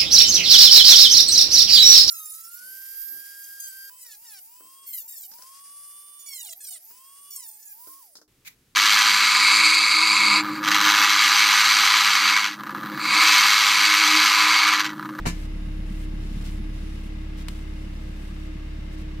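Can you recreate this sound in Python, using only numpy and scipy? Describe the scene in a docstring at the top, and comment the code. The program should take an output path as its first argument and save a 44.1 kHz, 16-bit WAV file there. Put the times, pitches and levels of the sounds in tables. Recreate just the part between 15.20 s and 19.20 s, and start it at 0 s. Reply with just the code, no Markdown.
"""Inside a parked car, a stereo microphone at the driver's seat, within arm's reach of the wheel.
The four-cylinder engine idles with a low boom and uneven thuds; the ventilation blows softly.
The wheel is turned by hand: the steering gives one rattling knock, palms rustle over the rim and
the electric power steering whines faintly. The scrubbing tyres send soft bumps up the column,
and a little past halfway its plastic gives a light click."""
import sys
import numpy as np
from scipy import signal
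from scipy.fft import rfft, irfft
from scipy.io import wavfile

SR = 44100
rng = np.random.default_rng(int(sys.argv[2]) if len(sys.argv) > 2 else 0)


def wav_record(signal):
    """Record a signal, one row per channel, as 16-bit PCM in the file named by sys.argv[1]."""
    frames = np.transpose(np.atleast_2d(signal))
    bounded = np.clip(frames, -1, 1)
    # unit amplitude maps onto the largest positive 16-bit level
    quanta = np.round(bounded * 32767).astype(np.int16)
    wavfile.write(sys.argv[1], SR, quanta)


N = 176400
T = np.arange(N) / SR
MOUNT_CUTOFF_HZ = 277   # the mounts pass little above this

# Idle speed. Each row: time in seconds, firings per second.
FIRING_RATE = [(0, 34.65), (.9, 34.7), (1.2, 34.35), (1.35, 34.5), (1.62, 35.15), (2, 34.8), (2.4, 34.7),
               (4, 34.68)]
# The cabin's balance at the microphone. Each row: frequency in Hz, left minus right in dB.
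CABIN_BALANCE = [(100, 0), (200, 0), (380, -1.5), (700, -3.5), (1290, 2.5), (2380, 2), (4400, .5),
                 (8120, -1), (15000, -2)]
# Modes of the steering column and dashboard. Each row: frequency in Hz, gain in dB, t60 in seconds.
COLUMN_MODES = [(113, -22, 0.095), (146, -20, 0.066), (166, -20, .13), (238.5, -23.5, 0.088),
                (345, -40, .08), (457, -42, 0.067)]


def from_db(db):
    """Decibels to gain."""
    return 10 ** (np.asarray(db) / 20)


def unit_rms(x):
    """Scale to rms 1."""
    return x / np.sqrt(np.mean(x ** 2) + 1e-20)


def in_time(rows):
    """A control curve at every sample."""
    return np.interp(T, *np.transpose(rows))


def at_hz(rows, hz):
    """Read a table on a log-frequency axis."""
    frequencies, values = np.transpose(rows)
    return np.interp(np.log(hz), np.log(frequencies), values)


def pan(db):
    """Left and right gains for a level difference."""
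    return from_db(np.array([[.5], [-.5]]) * db)


def drift(rate_hz):
    """A smooth random wander of rms 1."""
    hop, settle = 40, 2000
    pole = np.exp(-2 * np.pi * rate_hz * hop / SR)
    slow = signal.lfilter([1], [1, -2 * pole, pole * pole], rng.standard_normal(N // hop + settle + 2))
    slow = unit_rms(slow[settle:])
    return np.interp(np.arange(N) / hop, np.arange(len(slow)), slow)


def impulses(times, gains):
    """Single impulses at the given times in seconds."""
    return np.bincount(np.clip(np.asarray(times) * SR, 0, N).astype(int), gains, N + 1)[:N]


def ring(x, hz, t60):
    """A unit impulse sets a sine of height 1 ringing."""
    radius, step = from_db(-60 / (t60 * SR)), 2 * np.pi * hz / SR
    return signal.lfilter([0, radius * np.sin(step)], [1, -2 * radius * np.cos(step), radius ** 2],
                          x + 1e-18)


def fade(x, t60):
    """Each impulse starts an exponential decay."""
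    return signal.lfilter([1], [1, -from_db(-60 / (t60 * SR))], x + 1e-18)


def cabin_noise(colour, balance=CABIN_BALANCE):
    """Steady coloured stereo noise of rms 1, nearly alike on both sides in the bass."""
    # Each row: frequency in Hz, correlation of left and right.
    likeness = [(60, 0.93), (130, 1), (290, 0.57), (600, -0.28), (1400, -0.062), (3000, 0.011),
                (7000, -0.07), (15000, -0.051)]
    hz = np.fft.rfftfreq(N, 1 / SR) + 1e-3
    mid, side = rfft(rng.standard_normal((2, N)))
    alike = np.clip(at_hz(likeness, hz), -1, 1)
    stereo = np.sqrt(1 + alike) * mid + np.sqrt(1 - alike) * side * [[1], [-1]]
    low_cut = 1 / np.sqrt(1 + (colour[0][0] / hz) ** 8)
    gain = from_db(at_hz(colour, hz)) * low_cut * pan(at_hz(balance, hz))
    return unit_rms(irfft(gain * stereo, N))


def standing_waves(x):
    """The cabin's bass reaches the two sides of the microphone with different phase and level."""
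    # Each row: frequency in Hz, lead of the left side in radians.
    phase_lead = [(35, 0), (70, -.05), (110, -0.08), (180, -0.17), (310, -0.76), (420, -1.7)]
    hz = np.fft.rfftfreq(2 * N, 1 / SR) + 1e-3
    shift = np.exp(1j * at_hz(phase_lead, hz) * np.array([[.5], [-.5]]))
    spectrum = rfft(np.r_[x, x[::-1]])
    return irfft(spectrum * shift * pan(at_hz(CABIN_BALANCE, hz)), 2 * N)[:, :N]


def cylinder_thuds(firings):
    """Each firing shakes the cabin through the mounts, one cylinder harder than the rest."""
    # Each cylinder's relative strength in dB, in firing order.
    cylinder_db = [0, -11, -6, -11]
    # Each row: resonance in Hz, gain in dB, t60 in seconds.
    cabin_modes = [(96.3, -41, 0.079), (153, -43, 0.17), (176, -34.5, 0.082), (199.7, -33.5, 0.089),
                   (265, -55, 0.043), (317, -31.5, 0.1)]
    count = np.arange(int(firings[-1]) + 1)
    times = np.interp(count, firings, T)
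    strength_db = np.resize(cylinder_db, len(count))
    thuds = 0
    for hz, db, t60 in cabin_modes:
        scatter_db = 2.3 * rng.standard_normal(len(count))
        thuds += ring(impulses(times, from_db(db + strength_db + scatter_db)), hz, t60)
    return signal.sosfilt(signal.butter(3, [60, MOUNT_CUTOFF_HZ], "band", fs=SR, output="sos"), thuds)


def engine():
    """A boom at the firing rate with wavering overtones; thuds and body rumble swell along with it."""
    # Each row: time in seconds, level of the boom in dB.
    boom_levels = [(0, -31.5), (.4, -30), (.85, -29.5), (1.2, -30), (1.45, -29.5), (1.75, -33), (2.3, -33),
                   (3, -34), (4, -34)]
    # Each row: multiple of the firing rate, level in dB, share of the boom's swing,
    # dip at the strong cylinder in dB (negative swells).
    overtones = [(2, -38.5, 0.029, -0.5), (3, -46, 1, 1.5), (4, -57, 0.34, -1.5), (5, -45, 0.66, -1.5),
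                 (6, -47.5, 1, -3), (9, -43.5, 0.23, 2), (11, -62, 0, 0), (12, -66.5, 0, 1.5)]
    # Each row: frequency in Hz, relative noise density in dB.
    rumble_colour = [(20, -11), (50, 0), (100, 3.5), (200, 0.5), (320, -5), (450, -18), (900, -39)]
    first_firing_s, boom_lag_s, overtone_lag_s = .013, .0067, .00809
    waver_db, waver_rad, waver_hz = 1.5, .2, 5
    idle_hz = FIRING_RATE[0][1]
    firings = np.cumsum(in_time(FIRING_RATE)) / SR - first_firing_s * idle_hz
    boom_db = in_time(boom_levels)
    swing_db = boom_db - boom_db.mean()
    tones = -np.sqrt(2) * from_db(boom_db) * np.cos(2 * np.pi * (firings - boom_lag_s * idle_hz))
    cycle = np.cos(2 * np.pi * firings / 4)   # peaks at the strong cylinder
    for order, db, share, dip_db in overtones:
        looseness = min(order / 5, 1)   # higher overtones waver more
        level_db = db + share * swing_db - dip_db * cycle + looseness * waver_db * drift(waver_hz)
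        phase = 2 * np.pi * order * (firings - overtone_lag_s * idle_hz)
        phase += looseness * waver_rad * drift(waver_hz)
        tones -= np.sqrt(2) * from_db(level_db) * np.cos(phase)
    load = from_db(.55 * swing_db)
    thuds = load * cylinder_thuds(firings)
    rumble = load * from_db(-45) * cabin_noise(rumble_colour)
    return standing_waves(tones + thuds) + rumble


def ventilation():
    """Air hisses softly, coloured by narrow resonances, pulsing slightly with the engine's firings."""
    # Each row: frequency in Hz, relative noise density in dB.
    air_colour = [(240, -2.5), (400, -5.5), (520, -3.5), (740, -11.5), (1000, -11), (1500, -12.5),
                  (2200, -16), (3000, -14), (4000, -18), (5200, -19.5), (6400, -25.5), (8000, -28.5),
                  (10000, -33), (13000, -45), (15500, -45.5)]
    # Each row: resonance in Hz, width in Hz, level in dB.
    hiss_resonances = [(643, 25, -66), (860, 53, -66), (1121, 50, -67), (1255, 60, -66), (1631, 50, -63),
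                       (1760, 45, -67), (1968, 22, -65.5), (2118, 90, -59), (2452, 55, -66),
                       (2693, 50, -63), (2927, 71, -65), (3680, 120, -66)]
    air = from_db(-51) * cabin_noise(air_colour)
    for hz, width_hz, db in hiss_resonances:
        peak = signal.lfilter(*signal.iirpeak(hz, hz / width_hz, SR), rng.standard_normal((2, N)))
        air += from_db(db) * pan(at_hz(CABIN_BALANCE, hz)) * unit_rms(peak)
    firings = np.cumsum(in_time(FIRING_RATE)) / SR
    return air * (1 + .1 * np.cos(2 * np.pi * firings))


def steering_knock():
    """A quick run of contacts thumps the column, rings its metal and sets off a dense clatter."""
    # Each row: start in seconds, thump in dB, clatter in dB, clatter tilt in dB per octave.
    contacts = [(.055, -26, -32.5, -5.5), (0.0599, -12, -29, -0.5), (.0645, -23, -31, 0.5),
                (0.0684, -2.5, -33.5, 1.5), (.073, -20.5, -33, 2.5), (0.0859, -16.5, -35, 0.5),
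                (.098, -29, -39.5, 2)]
    # Each row: frequency in Hz, level at the hardest strike in dB, t60 in seconds.
    metal_modes = [(681, -43, 0.23), (1001, -37, 0.11), (1739, -40.5, .2), (2116, -44, 0.17),
                   (2308, -37, 0.18), (2560, -54, 0.1), (4360, -51, .1), (5280, -46, 0.22), (7763, -53, .1)]
    # Each row: frequency in Hz, relative noise density in dB.
    clatter_colour = [(300, 2), (600, -2.5), (800, -1), (1000, 0), (1250, 0.5), (1600, -0.5), (3000, 0.5),
                      (3400, -12), (3800, -2), (5500, -7), (7700, -4), (8000, -14), (8450, -6),
                      (11000, -13), (16000, -20)]
    # Each row: frequency in Hz, t60 in seconds.
    clatter_t60 = [(300, 0.16), (1000, 0.11), (3000, 0.15), (8000, 0.15), (15000, 0.076)]
    # Each row: frequency in Hz, left minus right in dB.
    balance = [(300, 4), (560, -5), (800, 0), (1100, 8.5), (2400, 2.5), (4400, 3), (8000, -2), (15000, -4)]
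    times, thump_db, clatter_db, tilt_db = np.transpose(contacts)
    knock = sum(ring(impulses(times, from_db(thump_db + db)), hz, t60) for hz, db, t60 in COLUMN_MODES)
    for hz, db, t60 in metal_modes:
        gains = from_db(db + clatter_db - clatter_db.max())
        strikes = np.array([impulses(times + rng.random(len(times)) / hz, gains) for side in "LR"])
        knock = knock + pan(at_hz(balance, hz)) * ring(strikes, hz, t60)
    clatter = cabin_noise(clatter_colour, balance)
    edges_hz = np.geomspace(250, 16000, 7)
    for low, high in zip(edges_hz, edges_hz[1:]):
        band = signal.sosfiltfilt(signal.butter(3, [low, high], "band", fs=SR, output="sos"), clatter)
        hz = np.sqrt(low * high)
        power = impulses(times, from_db(clatter_db + tilt_db * np.log2(hz / 2500)) ** 2)
        knock += band * np.sqrt(fade(power, at_hz(clatter_t60, hz) / 2))   # contacts add in power
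    return knock


def palms_on_rim():
    """Each stroke starts and stops quickly: a grainy skin hiss over the rim's duller, hollow body."""
    # Each row: start and end in seconds, hiss at the start and at the end in dB, body in dB.
    strokes = [(.11, 0.261, -58, -55.5, -55), (0.667, 0.855, -61, -54, -66),
               (1.005, 1.238, -65, -57.5, -55.5), (1.242, 1.307, -50.5, -57, -48.5),
               (1.306, 1.39, -55, -59, -70), (1.535, 1.824, -61.5, -61.5, -57.5),
               (1.835, 1.888, -55, -61, -70), (2.173, 2.236, -54, -58, -52), (2.284, 2.44, -54, -59.5, -60),
               (2.443, 3.003, -65.5, -61.5, -66), (3.003, 3.12, -59, -59, -68),
               (3.123, 3.28, -65, -62, -63), (3.7, 3.752, -73, -51.5, -59), (3.776, 3.828, -57, -65, -56)]
    # Each row of both: frequency in Hz, relative noise density in dB.
    skin_colour = [(400, 3), (1200, 2), (3000, 1.5), (5500, -3), (8500, 0), (12000, -4), (16000, -13)]
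    rim_colour = [(400, -3), (1200, -7), (3000, -2.5), (5500, -7), (9000, -18), (16000, -22)]
    edge_s, grain_db = .0038, 1.5
    hiss = body = 0
    for start, end, first_db, last_db, body_db in strokes:
        contact = (np.tanh((T - start) / (2 * edge_s)) - np.tanh((T - end) / (2 * edge_s))) / 2
        hiss += contact * from_db(np.interp(T, [start, end], [first_db, last_db]))
        body += contact * from_db(body_db)
    rustle = hiss * cabin_noise(skin_colour) + body * cabin_noise(rim_colour)
    return rustle * from_db(grain_db * drift(rate_hz=150))


def steering_whine():
    """The thin, unsteady tones of the electric power steering follow its load."""
    # Each row: time in seconds, level in dB.
    load_levels = [(0, -89), (.2, -89), (.28, -69), (.55, -70.5), (.7, -71.5), (1.0, -70.5), (1.25, -68),
                   (1.42, -68), (1.7, -71), (2.1, -76), (2.4, -81), (2.6, -70), (2.9, -81), (4, -81)]
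    # Each row: frequency in Hz, offset from that level in dB.
    tones = [(5002, -6.5), (7010, -13), (10004, -3)]
    whine = 0
    for hz, db in tones:
        level_db = in_time(load_levels) + db + 1.2 * drift(12)
        phase = 2 * np.pi * hz * T + .3 * drift(15)
        whine += np.sqrt(2) * from_db(level_db) * np.sin(phase)
    return whine


def tyre_bumps():
    """The scrubbing tyres give soft pushes that ring only the column's low modes."""
    # Each row: start in seconds, strength of the push in dB.
    bumps = [(1.114, -17), (1.159, -15.5), (3.705, -20)]
    times, push_db = np.transpose(bumps)
    soften = signal.butter(2, MOUNT_CUTOFF_HZ, fs=SR, output="sos")
    pushes = signal.sosfilt(soften, impulses(times, from_db(push_db)) + 1e-18)
    return sum(ring(from_db(db) * pushes, hz, t60) for hz, db, t60 in COLUMN_MODES)


def plastic_click():
    """A light snap at the column, left of the microphone: its ring, close reflections, a cabin tail."""
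    # Each row: frequency in Hz, level in dB, t60 in seconds.
    plastic_modes = [(1380, -43, .04), (3020, -32.5, 0.019), (4140, -37, 0.023)]
    # Each row: frequency in Hz, relative noise density in dB.
    reflection_colour = [(400, -12), (1000, 0), (1400, 2), (2000, -6), (3100, -2), (4200, -0.5),
                         (6000, -10), (8500, -4), (12000, -16), (16000, -15)]
    click_s, snap_s = 2.2842, 2.2846
    hit = impulses([click_s], [1.])
    snap = ring(impulses([snap_s], [-from_db(-19)]), hz=2900, t60=.0015)
    plastic = sum(ring(from_db(db) * hit, hz, t60) for hz, db, t60 in plastic_modes)
    close = from_db(-30.5) * fade(hit, t60=.016)
    tail = from_db(-41) * fade(hit, t60=.07)
    reflections = (close + tail) * cabin_noise(reflection_colour)
    return pan(db=9) * snap + pan(db=3) * (plastic + reflections)


def scene():
    """Everything as heard from the driver's seat."""
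    idling = engine() + ventilation()
    turning = palms_on_rim() + steering_whine() + steering_knock() + tyre_bumps() + plastic_click()
    return idling + turning


def record(dry):
    """The top is cut steeply."""
    cutoff_hz = 15700
    return signal.sosfilt(signal.ellip(10, .1, 80, cutoff_hz, fs=SR, output="sos"), dry)


dry = scene()
out = record(dry)
wav_record(out)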